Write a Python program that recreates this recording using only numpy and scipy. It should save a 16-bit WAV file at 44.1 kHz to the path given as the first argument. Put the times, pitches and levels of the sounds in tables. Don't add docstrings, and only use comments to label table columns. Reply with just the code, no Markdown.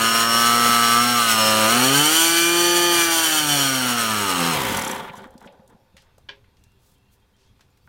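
import sys
import numpy as np
from scipy import signal
from scipy.fft import rfft, irfft
from scipy.io import wavfile
from scipy.ndimage import uniform_filter1d

SR = 44100
rng = np.random.default_rng(int(sys.argv[2]) if len(sys.argv) > 2 else 0)


def log_audio(samples):
    frames = np.atleast_2d(samples).T
    limited = np.clip(frames, -1, 1)
    pcm = np.round(limited * 32767).astype(np.int16)
    wavfile.write(sys.argv[1], SR, pcm)


def ratio(d):
    e = np.asarray(d, float) / 20
    return 10 ** e


N = 347508
T = np.arange(N) / SR


def evened(x, span=None):
    power = uniform_filter1d(x ** 2, span) if span else np.mean(x ** 2)
    return x / np.sqrt(abs(power) + 1e-20)


def curves(rows):
    s, *columns = np.transpose(rows)
    return [np.interp(T, s, c) for c in columns]


def read(points, hz):
    f, value = np.transpose(points)
    return np.interp(np.log(hz + 1), np.log(f + 1), value)


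def add(mix, s, sound):
    part = mix[round(s * SR):][:len(sound)]
    part += sound[:len(part)]


def resonate(x, hz, width):
    turn = np.exp(2j * np.pi * np.cumsum(hz * np.ones(len(x))) / SR)
    r = np.exp(-np.pi * abs(width) / SR)
    return 2 * (turn * signal.lfilter([1 - r], [1, -r], x * turn.conj())).real


def body(x, modes, lift=0.936, dull_db=0.):
    out = 0
    for k, (hz, width, db) in enumerate(modes):
        gain = ratio(db - dull_db * np.log2(hz / 500))
        out = out + (-1) ** k * gain * resonate(x, hz * lift, width)
    return out


def band(x, hz, octaves):
    f = np.fft.rfftfreq(len(x), 1 / SR) + 1
    bell = np.exp(-.5 * (np.log2(f / hz) / octaves) ** 2)
    return evened(irfft(rfft(x) * bell, len(x)))


def highpass(x, hz):
    return signal.sosfilt(signal.butter(4, hz, "high", fs=SR, output="sos"), x)


def split(x, low_hz, high_hz):
    f, z = np.fft.rfftfreq(N, 1 / SR), rfft(x)
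    low = 1 / (1 + (f / low_hz) ** 16)
    high = 1 / (1 + (high_hz / (f + 1)) ** 16)
    z *= f < 15850
    return [irfft(z * share, N) for share in (low, 1 - low - high, high)]


def garage(x, wet_db):
    # [f/Hz, t60/s]
    decay = [(200, 0.33), (700, 0.26), (1800, 0.11), (5000, 0.11), (12000, 0.027)]
    taps = np.zeros(SR // 2)
    at = np.arange(150, len(taps) - 20, 20)
    taps[at + rng.integers(0, 20, len(at))] = rng.choice([-1., 1.], len(at))
    hz, t, z = signal.stft(taps, SR, nperseg=256)
    fade = ratio(-60 * t / read(decay, hz)[:, None])
    tail = signal.istft(z * fade, SR, nperseg=256)[1]
    return x + ratio(wet_db) * signal.oaconvolve(x, tail / np.linalg.norm(tail))[:N]


def air():
    # [f/Hz, level/dB per Hz]
    colour = [(14, -40.5), (24, -15.5), (65, 2), (193, -17), (513, -27), (976, -26), (2140, -32.5),
              (2750, -28), (2990, -36.5), (3250, -29), (7730, -41), (14700, -41.5), (16000, -52)]
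    level_db = -60
    frames, hz = N // 256 + 5, np.fft.rfftfreq(1024, 1 / SR)
    a, b, patches = rng.standard_normal((frames, 513, 3)).T
    patches = evened(uniform_filter1d(uniform_filter1d(patches, 12, 0), 14, 1))
    z = (a + 1j * b) * ratio(read(colour, hz)[:, None] + 1.5 * patches)
    return ratio(level_db) * evened(signal.istft(z, nperseg=1024, noverlap=768)[1][:N])


def birds():
    # [t/s, length/s, start f/Hz, end f/Hz, level/dB]
    calls = [
        (6.58, .2, 2740, 2780, -79),
        (6.95, .03, 3050, 3250, -73),
        (6.97, .13, 2640, 2760, -72),
        (7.08, .035, 3100, 3280, -75),
        (7.205, .05, 3180, 3270, -75),
        (7.33, .04, 3050, 3290, -72),
        (7.39, .1, 2650, 2720, -77),
        (7.46, .07, 3270, 3330, -73),
        (7.7, .04, 7000, 7300, -80),
        (7.81, .05, 4500, 4650, -78),
    ]
    out = np.zeros(N)
    for s, length, from_hz, to_hz, db in calls:
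        n = round(length * SR)
        waver = 18 * evened(uniform_filter1d(rng.standard_normal(n), 200))
        hz = np.linspace(from_hz, to_hz, n) + waver
        whistle = np.sin(2 * np.pi * np.cumsum(hz) / SR)
        add(out, s, ratio(db) * whistle * signal.windows.tukey(n, .5))
    return ratio(2) * garage(out, -7)


def rustles():
    # [t/s, length/s, level/dB, centre f/Hz, width/octaves]
    slides = [(5.077, 0.041, -40, 2160, 0.47), (5.158, 0.04, -59, 6000, 1), (5.952, .26, -67.5, 1000, 0.98),
              (5.442, 0.045, -62, 6000, .7), (5.685, .03, -67, 8000, .6), (5.944, 0.13, -64, 3500, 0.76),
              (6.554, .1, -76.5, 3920, 1), (6.746, 0.27, -65.5, 6730, 1.4), (7.097, 0.082, -64, 8000, 2.5),
              (7.332, 0.22, -68, 3860, 0.79), (7.55, 0.11, -77, 4000, 1.1), (7.795, 0.14, -73.5, 9140, 1.6)]
    out = np.zeros(N)
    for s, length, db, hz, octaves in slides:
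        n = round(length * SR)
        grit = rng.standard_normal((2, 12000))
        patchy = band(grit[0], hz, octaves) * ratio(1.8 * evened(uniform_filter1d(grit[1], 300)))
        add(out, s, ratio(db) * patchy[:n] * np.hanning(n))
    return out


def ticks_and_taps():
    # [t/s, peak level/dB, centre f/Hz]
    ticks = [(5.1344, -45, 6260), (5.155, -39, 6510), (5.4065, -43, 5800), (5.4464, -54, 6000),
             (5.2194, -46, 5430), (5.2719, -51, 8800), (5.3066, -47, 8590), (5.34, -54, 8800),
             (5.3787, -38.5, 5360), (5.425, -45.5, 5840), (5.5238, -50, 5380), (5.677, -44, 7000),
             (6.0206, -44.5, 5680), (6.1816, -43.5, 6360), (6.3594, -61.5, 5300), (6.6385, -42.5, 5360),
             (6.7187, -56.5, 6880), (6.982, -57, 6500), (7.1994, -60.5, 9100), (7.366, -56, 5350),
             (7.7033, -61, 7170)]
    # [t/s, peak level/dB, centre f/Hz, width/octaves]
    taps = [(.655, -16.5, 520, 0.82), (.692, -11, 635, 2.4), (5.1385, -26, 905, 0.26),
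            (5.243, -31.5, 1460, 0.34), (5.4144, -36, 864, 0.78), (5.596, -45, 900, 0.63),
            (5.446, -36, 1020, .65), (5.474, -38, 2680, 0.46), (5.9675, -37.5, 2590, 1.1),
            (5.979, -41, 2300, 0.74), (6.181, -44.5, 600, 0.61), (6.442, -50, 1870, .6),
            (6.569, -53, 2710, 1.1), (7.5941, -50, 920, 1.3), (7.6084, -44, 1840, 1.35),
            (7.7725, -53.5, 1220, 2.4), (7.8754, -42, 1116, 0.57)]
    snap_s = .0035
    out, t = np.zeros(N), T[:12000]
    hits = [(*row, 0.78, 0.27, -18.5) for row in ticks] + [(*row, 0.17, -4.5) for row in taps]
    for (s, db, hz, octaves, t60, tail_db), grit in zip(hits, rng.standard_normal((40, 12000))):
        fade = np.exp(-t / snap_s) + ratio(tail_db - 60 * t / t60)
        add(out, s, ratio(db - 11) * band(grit, hz, octaves) * fade)
    return out


def clip_knock():
    # [t/s, peak level/dB]
    blows = [
        (6.288, -21.5),
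    ]
    # [f/Hz, level/dB, t60/s]
    knock_modes = [(413, -12.5, .3), (553, -14, 1.8), (690, -11, .1), (570, -27, .3), (1024, 3, 0.16),
                   (1640, 5, 0.04), (1870, 1, 0.24), (2400, 3, 0.047), (2990, 15.5, 0.011),
                   (3420, -16.5, 0.1), (3770, -26.5, 0.094), (4570, -7, 0.13), (5039, -18, 0.1)]
    out, t = np.zeros(N), T[:12000]
    modes = np.zeros(len(t))
    for hz, db, t60 in knock_modes:
        damped_t60 = .24 if hz < 600 else min(t60, .04)
        modes += ratio(db - 60 * t / damped_t60) * np.sin(2 * np.pi * hz * t)
    crack = band(rng.standard_normal(12000), 2400, .65) * (np.exp(-t / .002) + ratio(-10 - 60 * t / .19))
    strike = (modes + 1.6 * crack) * (1 - np.exp(-t / .0003))
    s, peak_db = blows[0]
    for delay, db in [(0, -11), (.0035, -3)]:
        add(out, s + delay, ratio(peak_db + db - 13) * strike)
    return garage(out, -8.0)


def coasting():
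    # [t/s, peak level/dB, length/s]
    gasp_rows = [(4.726, -26, 0.008), (4.746, -22, 0.0086), (4.769, -15, 0.0071), (4.791, -19, 0.01),
                 (4.818, -18, 0.009), (4.843, -20, 0.014), (4.872, -20, 0.015), (4.908, -21.5, 0.015),
                 (4.945, -30, 0.012), (4.977, -34, 0.0097), (5.015, -51, 0.016), (5.062, -58, 0.022),
                 (5.153, -44, 0.042)]
    # [t/s, peak level/dB,
    # f/Hz, ring of the stand/dB]
    thump_rows = [(0.691, -21.5, 225, -23), (4.643, -31, 260, -27), (4.68, -30, 250, -25),
                  (4.696, -30, 262, -25), (4.717, -23, 280, -27), (4.761, -27, 230, -28),
                  (4.785, -33, 250, -25), (4.809, -30, 250, -25), (4.836, -28, 250, -23),
                  (4.866, -27, 264, -28), (4.896, -27, 259, -26), (4.932, -29, 264, -26),
                  (4.973, -29, 247, -26), (5.026, -32, 235, -10), (5.101, -35, 175, -23),
                  (5.178, -38, 200, -13), (5.258, -37.5, 257, -10.5), (5.353, -36, 233, -23),
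                  (5.459, -38, 205, -7), (5.595, -43.5, 197, -14), (5.747, -45.5, 199, -11),
                  (5.942, -48, 192, -12.5)]
    # [f/Hz, width/Hz, level/dB]
    venturi = [(6200, 350, 2), (7900, 500, 0), (11800, 1500, -3), (9500, 5000, -13)]
    push_s = .0034
    gasps, out, t = np.zeros(N), np.zeros(N), T[:12000]
    shake = evened(body(rng.standard_normal(N), [(575, 25, -1.5), (905, 65, -11.5)]))
    for s, db, length in gasp_rows:
        add(gasps, s, ratio(db - 7.5) * np.hanning(round(length * SR)))
    for s, db, hz, ring_db in thump_rows:
        push = t / push_s * np.exp(1 - t / push_s) * np.sin(2 * np.pi * hz * t)
        swell = ratio(ring_db - 60 * t / 0.49) * (1 - np.exp(-t / 0.0043))
        ring = swell * shake[round(s * SR):][:len(t)]
        add(out, s, ratio(db) * (push + ring))
    return garage(out + gasps * evened(body(rng.standard_normal(N), venturi)), -20)


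def controls():
    # [t/s, speed/turns per s]
    shaft = [(0.0, 112.6), (0.58, 119.0), (0.91, 117.2), (1.1, 122.2), (1.34, 111.2), (1.43, 109.2),
             (1.65, 108.5), (1.74, 118.7), (2.13, 159.7), (2.23, 165.8), (2.64, 173.3), (2.88, 173.7),
             (3.22, 162.9), (3.99, 117.1), (4.22, 101.9), (4.31, 92.1), (4.44, 84.1), (4.5, 85.0)]
    # [t/s, level/dB, dulling of the gas hiss as the mixture richens or starves/dB]
    loudness = [(0, -23, 1), (1.2, -24.5, -0.5), (1.74, -22, 1.5), (2.2, -25, -5), (2.52, -26.5, -2.5),
                (2.9, -24.5, -1.5), (3.36, -26, -3.5), (3.42, -27.5, -1.5), (3.53, -25, -3.5),
                (3.65, -26, -1), (4.2, -27.5, 0.5), (4.51, -24.5, 4.5), (4.7, -27, 6.5), (4.94, -30, 11.5),
                (5.05, -35, 20), (5.15, -48, 18.5), (5.37, -58, 27), (6, -69.5, 43)]
    # [t/s, firing/0-1]
    burn = [(0, 1), (1.6, 1), (2.6, 1), (3.6, 1), (4.1, .97), (4.3, .83), (4.45, .93), (4.52, .88),
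            (4.56, .2), (4.63, 0)]
    # [t/s, length/s, rise/dB]
    drags = [
        (5.12, 0.18, 7.5),
        (5.366, 0.18, 7.5),
        (5.522, 0.036, 5),
        (5.677, 0.078, 11),
    ]
    surge_db = [.4, .9, 1.3]
    coast_s = .42
    out_s = shaft[-1][0]
    speed = uniform_filter1d(curves(shaft)[0], size=2500) * np.exp(-np.maximum(T - out_s, 0) / coast_s)
    level_db, dull_db = curves(loudness)
    surge = evened(uniform_filter1d(uniform_filter1d(rng.standard_normal(N), 1500), 1500))
    for s, length, db in drags:
        add(level_db, s, db * signal.windows.tukey(round(length * SR), .7))
    ring_db = level_db - 1 - 0.54 * dull_db
    layers_db = [level_db, ring_db, level_db - dull_db]
    return speed, curves(burn)[0], [db + depth * surge for db, depth in zip(layers_db, surge_db)]


def pulses(turns, speed):
    strokes = [(0, 0.32, 0.0032), (0.075, -0.68, 0.015), (0.142, 0.7, 0.012), (0.293, 0.063, .006),
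               (.5, 0.51, 0.0085), (0.639, -0.68, .006), (0.812, 0.71, 0.019)]
    steps = []
    for (at, strength, wander), start in zip(strokes, rng.random(len(strokes))):
        drift = wander * np.sin(2 * np.pi * (start + T * (.2 + .3 * start)))
        z = np.exp(2j * np.pi * (turns - at - drift) - speed / 4000)
        steps.append(strength * (z ** 4 / (1 - z)).real)
    return np.array(steps) * np.sqrt(4 * speed / SR / np.sum(np.transpose(strokes)[1] ** 2))


def chamber(port, turns, levels_db):
    # f/Hz, width/Hz, level under the bark/dB, gain/dB per dB of dulling
    first_mode = (1247.5, 167, -1.5, 0.5)
    # [t/s, length/s, f/Hz, level/dB]
    flares = [(0, .2, 2920, -31), (.15, 1.15, 1185, -29), (.85, .45, 1190, -29), (0, 1.3, 945, -38),
              (.6, .6, 1660, -33), (1.3, .65, 545, -29), (4.26, .1, 1230, -29), (.1, 1.2, 1295, -28),
              (2.2, 1, 2380, -32), (.2, 1, 2960, -35), (1.85, .2, 1540, -29), (0, .4, 5470, -29),
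              (.2, .7, 5475, -30), (.76, .48, 5500, -28), (1.26, .3, 5360, -30), (1.1, .6, 4150, -35),
              (1.17, .45, 2855, -29), (1.8, .55, 3070, -25), (2.2, 1, 3110, -29), (3.1, .65, 3070, -31),
              (1.75, .4, 4370, -33), (2.08, 1, 4500, -34), (2.15, 1.2, 4640, -36), (3.25, .65, 4360, -35),
              (1.6, .6, 5700, -35), (2.08, .5, 5820, -32), (2.3, .8, 5900, -36), (2.15, 1.2, 6060, -36),
              (2.9, .5, 5790, -33), (3.3, .55, 5680, -31), (3.7, .45, 5560, -36), (1.8, 1.1, 7170, -35),
              (1.75, 1.1, 8490, -34), (3, .7, 8420, -38)]
    hz, width, db, gain_db = first_mode
    ring = evened(resonate(resonate(port, hz, width), hz, 2 * width), 6000)
    out = ring * ratio(levels_db[0] + db + gain_db * np.clip(levels_db[0] - levels_db[2], -6, 4))
    z = .99 * np.exp(2j * np.pi * turns)
    beat = (z / (1 - z)).real
    for s, length, hz, db in flares:
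        part = beat[round(max(s, 0) * SR):][:round(length * SR)]
        width = 20 + hz / 70
        flare = evened(resonate(resonate(part, hz, width), hz, width), 9000)
        add(out, max(s, 0), ratio(db) * flare * signal.windows.tukey(len(part), .5))
    return out


def clean_orders(speed, turns, late):
    # [f/Hz, level/dB]
    shaft_tone, blade_tone = [(55, -47), (85, -49), (107, -35), (114.5, -43.5), (120, -39), (145, -29.5),
                              (162, -53), (171, -41.5)], [(120, -38.5), (170, -27.5), (185, -39.5), (217, -28.5),
                                                  (230, -33), (243, -26), (325, -30.5), (345, -22.5)]
    blow_tone, port_tone = [(200, -42), (255, -24), (330, -38), (364, -45.5), (410, -37.5), (480, -45.5),
                            (505, -52.5), (520, -34.5)], [(400, -38.5), (470, -71), (545, -45), (600, -51.5),
                                               (690, -47.5), (750, -44.5), (830, -39), (870, -46.5)]
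    pull_gains = [0.027, 0.0315, 0.084, .01, 0.013]
    # [multiple of the shaft, level/dB]
    whine = [
        (7, -42),
        (14, -27.5),
    ]
    pull = np.clip(uniform_filter1d(np.gradient(speed) * SR, 8000), -60, 120)
    still_db = -3 * np.maximum(43 - speed, 0)
    out = np.zeros(N)
    tones = [shaft_tone, blade_tone, blow_tone, port_tone, port_tone]
    for k, (tone, pull_db) in enumerate(zip(tones, pull_gains), 1):
        db = read(tone, k * speed) + pull_db * pull + still_db
        out += np.sqrt(2) * ratio(db) * np.cos(2 * np.pi * k * turns)
    for k, db in whine:
        out += np.sqrt(2) * ratio(db) / (1 + (164 / speed) ** 60) * np.cos(2 * np.pi * k * late)
    return out


def engine():
    # [t/s, fourth mode f/Hz]
    heat = [(0.0, 5590), (1.12, 5560), (1.3, 5430), (1.55, 5460), (1.75, 5620), (2.28, 5850), (3.0, 5870),
            (3.7, 5700), (4.4, 5410)]
    # [f/Hz, width/Hz, level/dB]
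    muffler = [(480, 410, -18.5), (1226, 210, -5), (1460, 467, -7.5), (2260, 310, -11.5), (2922, 280, -10),
               (3360, 200, -11.5), (4220, 300, -7.5), (5454, 290, -2.5), (6580, 1000, -11), (6770, 30, 3.5),
               (8054, 730, -6.5), (9400, 490, -4.5), (10980, 930, -9.5), (12400, 1300, -9),
               (15200, 3300, -14)]
    # [f/Hz, width/Hz, level/dB]
    stand = [(210, 41, -1.5), (579, 42, -3.5), (900, 330, -0.5), (1240, 550, -3), (1480, 120, 1),
             (2080, 560, -13.5), (3400, 490, -7.5), (8000, 15000, -20), (415, 120, -6)]
    speed, firing, levels_db = controls()
    gas, scatter = .4 + .6 * np.sqrt(1 - firing), .002 + .018 * (1 - firing)
    turns = np.cumsum(speed) / SR
    early, strong = (np.interp(turns, np.arange(900), c) for c in rng.standard_normal((900, 2)).T)
    late = turns - scatter * early
    steps = pulses(late, speed) * ratio(.8 * strong)
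    blow = steps.sum(axis=0)
    lift = curves(heat)[0] / 5490
    gate = 0.84 + np.exp(-(late % 1) / 0.19)
    noise = rng.standard_normal((3, N))
    pipe = body(blow + gas * evened(gate * noise[0]), muffler, lift)
    lumps = ratio(1.5 * evened(uniform_filter1d(noise[2], 300))) * (1.2 + np.cos(np.pi * turns) ** 8)
    spin = np.clip(speed / 60, 0, 1)
    rattle = body(spin * blow + .5 * noise[1] * lumps, stand, dull_db=9 * (1 - spin) ** 4)
    source = firing * evened(pipe, 8000) + (1 - 0.85 * firing) * evened(rattle, 8000)
    bands = split(highpass(garage(source, -10), 200), 2000, 4000)
    out = sum(ratio(db) * evened(x, 6000) for db, x in zip(levels_db, bands))
    out += firing ** 2 * chamber(steps[0], turns - .25 * scatter * early, levels_db)
    out += band(noise[1], 110, 0.8) * ratio(levels_db[0] - 16.5 - 7.9 * firing)
    return out + clean_orders(speed, turns, late)


def scene():
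    handling = rustles() + ticks_and_taps() + clip_knock()
    return (air() + birds() + handling + coasting() + engine())[None]


def roll_off(x):
    return signal.sosfilt(signal.butter(12, 16680, fs=SR, output="sos"), x)


def record(dry):
    ceiling, edge_hz = .85, 16250
    edge = signal.firwin(401, edge_hz, window=("kaiser", 9), fs=SR)
    rounded = dry / (1 + (dry / ceiling) ** 4) ** 0.2
    return roll_off(signal.oaconvolve(rounded, edge[None], "same"))


dry = scene()
out = record(dry)
log_audio(out)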